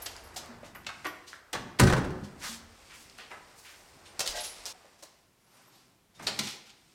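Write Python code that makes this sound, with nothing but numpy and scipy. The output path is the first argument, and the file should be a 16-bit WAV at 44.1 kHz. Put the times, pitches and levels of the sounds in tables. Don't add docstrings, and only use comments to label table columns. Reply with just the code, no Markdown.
import sys
import numpy as np
from scipy import signal
from scipy.fft import rfft, irfft
from scipy.io import wavfile
from scipy.ndimage import map_coordinates

SR = 44100
rng = np.random.default_rng(int(sys.argv[2]) if len(sys.argv) > 2 else 0)


def boost(x):
    u = np.asarray(x, float) / 20
    return 10 ** u


def inscribe(sig):
    pcm = np.round(np.clip(np.atleast_2d(sig).T, -1, 1) * 32767)
    wavfile.write(sys.argv[1], SR, pcm.astype(np.int16))


N = 306054
CUT_S = 4.727

# pitch_hz [Hz], level_db [dB]
BODY_COLOUR = [(100, -62), (200, -11), (400, 1.5), (800, 3), (2000, -3), (3000, -15.5), (5000, -64.5)]
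# pitch_hz [Hz], level_db [dB]
EDGE_COLOUR = [(2500, -58.5), (4500, -1.5), (7500, -2), (12000, -9), (15500, -19.5), (17000, -56.5)]
# pitch_hz [Hz], level_db [dB]
DEEP_COLOUR = [(15, -59), (28, -7), (65, -6), (95, -3.5), (150, -62.5)]
# pitch_hz [Hz], level_db [dB]
BOARDS_COLOUR = [(60, -120), (100, -0.5), (220, -2), (400, -6), (600, -120)]


def unit(x):
    return x / np.sqrt(np.mean(x ** 2) + 1e-20)


def along(points, hz):
    f, v = np.transpose(points)
    return np.interp(np.log(hz + 1), np.log(f + 1), v)


def curves(rows, **ends):
    s, *cols = np.transpose(rows)
    return [np.interp(np.arange(N) / SR, s, c, **ends) for c in cols]


def wander(points, size):
    return map_coordinates(rng.standard_normal(points), [np.linspace(0, points - 1, size)])


def noise(gain, size, spiky_db=0):
    grain_db = spiky_db * rng.standard_normal(size // 32 + 1).repeat(32)[:size]
    grains = rng.standard_normal(size) * boost(grain_db)
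    return unit(irfft(rfft(grains) * gain(np.fft.rfftfreq(size, 1 / SR)), size))


def shape(points):
    return lambda hz: boost(along(points, hz))


def hump(centre_hz, octaves):
    def gain(hz):
        distance = np.log2((hz + 1) / centre_hz) / octaves
        high_side = 1 + (hz / centre_hz / 3.0) ** 4
        return 1 / (1 + distance ** 2) ** 1.4 / high_side
    return gain


def ring(hz, t60, attack, waver):
    t = np.arange(SR) / SR
    drift = waver * np.cumsum(rng.standard_normal(SR)) / np.sqrt(SR)
    return np.sin(2 * np.pi * hz * t + drift) * boost(-60 * t / t60) * (1 - np.exp(-t / attack))


def burst(length, attack):
    t = np.arange(SR // 2) / SR
    return boost(-60 * t / length) * (1 - np.exp(-t / attack))


def swell(rise, fall):
    t = np.arange(SR) / SR
    up = np.sin(np.pi / 2 * np.minimum(t / rise, 1)) ** 2
    return up * boost(-60 * (np.maximum(t - rise, 0) / fall) ** 2)


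def hall(x, wet_db):
    # pitch_hz [Hz], t60_s [s]
    decay = [(60, 0.38), (250, 0.95), (1000, 0.89), (3000, 0.66), (6000, 0.61), (11000, 0.37), (16000, 0.7)]
    hz, t, z = signal.stft(rng.standard_normal(SR), SR, nperseg=256)
    late = boost(-60 * t / along(decay, hz)[:, None])
    fade = late * (1 + 1.08 * boost(-60 * t / 0.17))
    fade *= boost(-2.5 * np.log2(1 + hz / 3000))[:, None]
    tail = signal.istft(z * fade, SR, nperseg=256)[1]
    tail = np.pad(tail, (150, 0)) / np.linalg.norm(tail)
    x = x[:np.flatnonzero(np.abs(x) > boost(-130))[-1] + 1]
    wet = signal.fftconvolve(x, tail)
    return boost(wet_db) * wet + np.pad(x, (0, len(wet) - len(x)))


def add(track, s, x):
    start = round(s * SR)
    stop = round(CUT_S * SR) if s < CUT_S else N
    track[start:stop][:len(x)] += x[:stop - start]


def rubbing():
    # time_s [s], hiss_db [dB], body_db [dB]
    scenes = [
        [(0.0, -55.5, -51), (0.2, -58.5, -55.5), (0.45, -68, -51), (0.7, -72, -58), (1.0, -61.5, -70),
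         (1.5, -75, -65), (2.2, -65.5, -57), (2.66, -66, -60.5), (2.9, -59, -61.5), (3.3, -63, -64.5),
         (4.1, -63.5, -59.5), (4.36, -54, -49), (4.5, -54, -57), (4.72, -54, -56)],
        [(4.73, -63, -60.5), (5.0, -69, -67.5), (5.18, -71.5, -71.5), (5.33, -84.5, -88.5), (5.58, -64.5, -73),
         (5.9, -74, -90), (6.1, -92, -83), (6.23, -55, -53), (6.45, -51, -58), (6.7, -70, -74),
         (6.94, -68, -75.5)],
    ]
    # pitch_hz [Hz], level_db [dB]
    hiss_colour = [(1180, -39), (2000, -4.5), (2640, -3), (3090, -5.5), (5610, -5), (6290, -12.5),
                   (9000, -9.5), (11700, -76.5), (19800, -120)]
    hiss_db, body_db = np.max([curves(rows, left=-120, right=-120) for rows in scenes], axis=0)
    fibres = noise(shape(hiss_colour), N, spiky_db=2.0)
    finest = boost(-6) * noise(shape(EDGE_COLOUR), N, spiky_db=2.5)
    low = noise(shape(BODY_COLOUR), N, spiky_db=1.0)
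    return boost(hiss_db) * (fibres + finest) + boost(body_db) * low


def rumble():
    # time_s [s], deep_db [dB], boards_db [dB]
    levels = [(0.0, -56, -68.5), (0.4, -61, -61.5), (0.6, -62, -56.5), (1.1, -69, -61.5), (1.45, -72, -74),
              (2.7, -60.5, -76), (3.0, -69, -64), (3.7, -72.5, -71), (4.0, -69, -67.5), (4.7, -65.5, -69),
              (4.75, -77, -72), (5.4, -80, -74), (5.66, -83.5, -67.5), (6.1, -77, -73), (6.94, -77, -70.5)]
    deep_db, boards_db = curves(levels)
    return boost(deep_db) * noise(shape(DEEP_COLOUR), N) + boost(boards_db) * noise(shape(BOARDS_COLOUR), N)


def hush():
    # pitch_hz [Hz], level_db [dB]
    quiet_colour = [(100, -43), (200, -14), (400, -2), (1000, -5.5), (3000, -9.5), (6000, -12.5),
                    (10000, -14.5), (15000, -17.5), (16500, -29)]
    level_db = np.where(np.arange(N) < CUT_S * SR, -69, -70)
    return boost(level_db) * noise(shape(quiet_colour), N)


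def strokes():
    # start_s [s], level_db [dB], centre_hz [Hz], rise_s [s], fall_s [s to -60 dB]
    stroke_rows = [(0.016, -48.5, 7000, 0.0064, 0.034), (0.337, -56, 6500, 0.007, 0.035),
                   (0.636, -58, 4300, 0.015, 0.14), (1.044, -42.5, 1417, 0.0028, 0.063),
                   (1.258, -52, 4000, 0.027, 0.2), (1.786, -31.5, 3000, 0.0088, 0.017),
                   (2.226, -56, 4000, 0.019, 0.091), (2.37, -41.5, 4800, 0.11, 0.22),
                   (2.40, -45, 1450, 0.028, 0.27), (2.89, -51.5, 2000, 0.022, 0.16),
                   (2.93, -56, 6100, 0.03, 0.27), (3.35, -68.5, 1300, 0.21, 0.27),
                   (3.545, -61, 7000, 0.023, 0.87), (3.64, -52, 2280, 0.017, 0.23),
                   (4.048, -55, 3000, 0.011, 0.14), (4.287, -41, 4840, .01, 0.088),
                   (4.34, -37.5, 4000, 0.028, 0.13), (4.662, -48, 4930, 0.023, 0.14),
                   (4.97, -63, 5000, .03, 0.058), (5.36, -66.5, 920, 0.26, 0.7),
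                   (5.702, -65.5, 3980, 0.048, 0.29), (6.14, -64.5, 4000, .013, 0.16),
                   (6.22, -53, 6000, 0.0071, 0.11), (6.42, -41, 3910, 0.022, 0.23),
                   (6.65, -56, 3490, 0.017, 0.091)]
    out = np.zeros(N)
    for s, db, centre_hz, rise, fall in stroke_rows:
        swish = noise(hump(centre_hz, octaves=1.2), SR, spiky_db=0.5)
        swish += boost(-9.5) * noise(shape(EDGE_COLOUR), SR, spiky_db=5.5)
        swish *= boost(1.7 * wander(50, SR))
        add(out, s, hall(boost(db) * swish * swell(rise, fall), wet_db=-8))
    return out


def jingles():
    # start_s [s], part [name], level_db [dB]
    jingle_rows = [(0.019, "clip", -39), (.235, "clip", -52), (0.748, "tag", -47.5), (1.064, "tag", -43.5),
                   (1.81, "latch", -37.5), (4.062, "buckle", -52.5), (4.404, "ring", -41),
                   (4.44, "ring", -47), (5.535, "button", -65.5), (6.155, "hook", -51)]
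    metal = {"tag": [(10100, -13, 0.24), (11800, -2.5, 0.197), (15250, -13, .2)],
             "clip": [(10600, -12, 0.42), (11190, -6, 0.23), (12300, -1, 0.21)],
             "ring": [(9650, -1.5, 0.48), (11160, 2, 0.33), (14370, -23, 0.13)], "latch": [(5870, 0, 0.51),
             (7950, -11.5, .5)], "buckle": [(8974, -4, .23)], "hook": [(3680, -2, 0.12)],
             "button": [(9650, 2.5, 0.35)]}
    out = np.zeros(N)
    for s, part, db in jingle_rows:
        tone = np.zeros(SR)
        for hz, level, t60 in metal[part]:
            chatter = boost(2.6 * wander(100, SR))
            tone += boost(level) * chatter * ring(hz, t60, attack=0.003, waver=17.0)
        add(out, s, hall(boost(db) * tone, wet_db=-10))
    return out


def ticks():
    # start_s [s], level_db [dB, before the envelope], centre_hz [Hz]
    tick_rows = [(0.0587, -31, 3830), (0.165, -30.5, 5200), (0.3624, -27, 5600), (0.8475, -37.5, 2760),
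                 (0.865, -33.5, 3310), (0.904, -39, 5170), (0.46, -34, 6000), (1.068, -29.5, 6010),
                 (1.331, -28, 1750), (2.432, -26, 1620), (1.532, -22.5, 7000), (1.8363, -20, 5940),
                 (1.8706, -22.5, 4560), (1.898, -20, 3040), (1.926, -23, 4500), (3.098, -36, 4170),
                 (3.1868, -29, 2620), (3.3157, -30, 1800), (4.193, -20, 6700), (4.1976, -21, 4700),
                 (4.264, -19.5, 4670), (4.276, -17.5, 5240), (4.2806, -30, 4700), (4.6554, -22, 5570),
                 (4.6604, -27, 4900), (5.036, -30, 6120), (6.2705, -13, 3930), (6.3919, -21, 4580),
                 (6.7032, -36, 3370)]
    out = np.zeros(N)
    for s, db, centre_hz in tick_rows:
        snap = noise(hump(centre_hz, octaves=0.75), SR // 2) * burst(0.0046, attack=0.00029)
        add(out, s, hall(boost(db) * snap, wet_db=-3.5))
    return out


def taps():
    # start_s [s], level_db [dB, before the envelope], body_db [dB under or over the hump],
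    # centre_hz [Hz], length_s [s]
    tap_rows = [(0.06, -25, -9, 4400, 0.043), (0.153, -41.5, -17, 1150, 0.067),
                (0.3615, -29, -10, 4900, 0.1), (0.626, -49.5, 4, 1970, 0.17),
                (0.7485, -34.5, -13, 1340, 0.064), (0.865, -25, -5, 3110, 0.035),
                (0.8897, -29, -23, 1313, 0.042), (1.051, -26, -0.5, 1856, 0.069),
                (1.5294, -24, -1.5, 3230, 0.075), (1.548, -29, -1, 1382, 0.069),
                (3.181, -39.5, -4.5, 2530, 0.21), (3.304, -36, -3, 1290, 0.16),
                (4.1937, -16, -6.5, 5600, 0.013), (4.2025, -18, -9.5, 4960, 0.047),
                (4.2572, -27, -8, 4700, 0.07), (4.274, -19.5, -27, 4710, 0.031),
                (4.432, -30, -15, 5000, 0.16), (4.6568, -29, -10, 4930, 0.081),
                (4.852, -58, 6.5, 1290, 0.06), (5.024, -38.5, -4.5, 5340, 0.067),
                (6.192, -42.5, 5.5, 1800, 0.085), (6.2667, -20.5, -7, 3790, 0.082),
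                (6.3893, -15.5, -13, 3800, 0.039), (6.47, -28, -11.5, 3360, 0.05),
                (6.692, -45, -32, 3470, 0.057)]
    out = np.zeros(N)
    for s, db, body_db, centre_hz, length in tap_rows:
        contact = noise(hump(centre_hz, octaves=1.165), SR // 2)
        contact += boost(body_db) * noise(shape(BODY_COLOUR), SR // 2)
        contact *= burst(length, attack=0.094 * length)
        bright_scrape = boost(-16.5) * noise(shape(EDGE_COLOUR), SR // 2, spiky_db=8.5)
        bright_scrape *= burst(0.9 * length, attack=0.000423)
        add(out, s, hall(boost(db) * (contact + bright_scrape), wet_db=-4.0))
    return out


def knocks():
    # start_s [s], thing [name], level_db [dB]
    knock_rows = [(.363, "crate", -40.5), (.39, "bench", -51), (.49, "bench", -45), (.631, "board", -30),
                  (1.056, "stile", -37), (1.54, "floor", -45), (2.215, "floor", -33.5),
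                  (2.49, "pane", -47.5), (4.19, "floor", -46), (4.29, "wall", -39.5),
                  (4.343, "bowl", -37.5), (4.372, "bowl", -34.5), (4.4, "bowl", -43), (4.75, "crate", -55),
                  (4.846, "board", -41), (5.029, "board", -36), (6.29, "rack", -41.5), (6.392, "rack", -31)]
    hollow = {"bench": [(235, 1.5, 0.31)], "board": [(586, 2.5, 0.025)], "crate": [(738, 13, 0.039)],
              "wall": [(38, -3.5, 0.36)], "stile": [(306, -3, .22), (1144, 0, 0.24)],
              "floor": [(92, -4, 0.13), (146, 1.5, 0.13), (205, -3, 0.3)], "pane": [(229, 3.5, 0.7)],
              "bowl": [(537, -6, 0.11), (614, -2, .15), (702, -0.5, 0.16), (856, -4.5, 0.12),
              (1580, -2, 0.093), (1930, -2, 0.082)], "rack": [(150, -6.5, 0.17), (212.4, -1.5, 0.26),
              (337, -10.5, 0.2)]}
    out = np.zeros(N)
    for s, thing, db in knock_rows:
        tone = sum(boost(level) * ring(hz, t60, attack=0.0034, waver=1.2) for hz, level, t60 in hollow[thing])
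        add(out, s, hall(boost(db) * tone, wet_db=-12.5))
    return out


def thuds():
    # start_s [s], deep_db [dB], boards_db [dB], rise_s [s], fall_s [s to -60 dB]
    thud_rows = [(1.535, -57, -45.5, 0.015, 0.53), (1.901, -43.5, -41, 0.18, 0.31),
                 (2.298, -60, -57, 0.094, 0.68), (3.93, -75, -62, 0.031, 0.094),
                 (4.269, -62, -77, .06, 0.41), (6.15, -60.5, -51.5, 0.094, 0.4),
                 (6.36, -66, -46.5, 0.036, 0.28)]
    out = np.zeros(N)
    for s, deep_db, boards_db, rise, fall in thud_rows:
        deep = boost(deep_db) * noise(shape(DEEP_COLOUR), SR)
        boards = boost(boards_db) * noise(shape(BOARDS_COLOUR), SR)
        add(out, s, swell(rise, fall) * (deep + boards))
    return out


def door():
    # [s, crack]
    blows = [(1.7902, -22.5, 0, .01), (1.796, -11, -17.5, 0.038), (1.8014, -9, 1, 0.013),
             (1.8105, -17.5, 7.5, 0.031), (1.8208, -17, 6.5, 0.011), (1.8356, -18, 4.5, 0.025),
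             (1.87, -21, 1.5, 0.074), (1.8844, -26.5, 8.5, 0.02), (1.8988, -21.5, -4, 0.05),
             (1.924, -17, -5.5, 0.028), (1.9326, -16.5, -4, 0.03), (1.964, -27.5, -0.5, 0.064),
             (1.977, -29.5, -1, 0.064), (2.043, -33.5, -17, 0.062), (2.104, -38, -7.5, 0.035)]
    # pitch_hz [Hz], level_db [dB, relative], t60_s [s]
    panel = [(62, -7, .35), (84, -3, .3), (129, 2, .3), (182, 0, .33), (240, -4, .3), (284, -9, .45),
             (370, -7, .4), (527, -13, .3), (580, -14, .33), (790, -16, .3), (1167, -17, .27),
             (1255, -18, .27), (1561, -18, .27), (1900, -20, .27)]
    # pitch_hz [Hz], level_db [dB]
    crack_colour = [(18, -42.5), (30, -8), (138, -4), (584, -10.5), (760, -13), (1540, -11.5),
                    (2010, -17.5), (2540, -21.5), (3400, -23), (9220, -29), (16000, -46.5)]
    out = np.zeros(N)
    for s, db, boom_db, length in blows:
        leaf = np.zeros(SR)
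        for hz, level, t60 in panel:
            leaf += boost(level + rng.normal(0, 1.3)) * ring(hz, t60, attack=0.005, waver=4.0)
        tilt_db = 4.5 - 7 * (1 - np.exp(-(s - blows[0][0]) / 0.029))
        colour = lambda hz: shape(crack_colour)(hz) * boost(tilt_db * np.log2(1 + hz / 2000))
        crack = noise(colour, SR // 2, spiky_db=-1.5) * burst(length, attack=0.0022)
        blow = boost(boom_db - 12) * leaf + boost(5) * np.pad(crack, (0, SR - len(crack)))
        add(out, s, hall(boost(db) * blow, wet_db=-6.5))
    return out


def whistle():
    # time_s [s], pitch_hz [Hz], level_db [dB]
    glide = [(5.38, 9300, -91), (5.45, 11000, -78), (5.52, 12400, -74), (5.6, 13100, -74),
             (5.68, 12400, -71), (5.8, 12100, -76), (5.85, 12000, -98)]
    hz, db = curves(glide)
    t = np.arange(N) / SR
    on = (t > glide[0][0]) * (t < glide[-1][0])

    def flicker(rate):
        return map_coordinates(rng.standard_normal(int(N * rate / SR) + 4), [np.arange(N) * rate / SR])

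    level = boost(db + 4.0 * flicker(60))
    pitch_hz = hz + 300.0 * flicker(45) + 450.0 * flicker(500)
    return on * level * np.sin(2 * np.pi * np.cumsum(pitch_hz) / SR)


def scene():
    background = rubbing() + rumble() + hush()
    contacts = strokes() + jingles() + ticks() + taps() + knocks() + thuds() + door()
    return (background + contacts + whistle())[None]


def low_pass(x):
    return signal.sosfilt(signal.butter(12, 16510, fs=SR, output="sos"), x)


def record(dry):
    return low_pass(dry)


dry = scene()
out = record(dry)
inscribe(out)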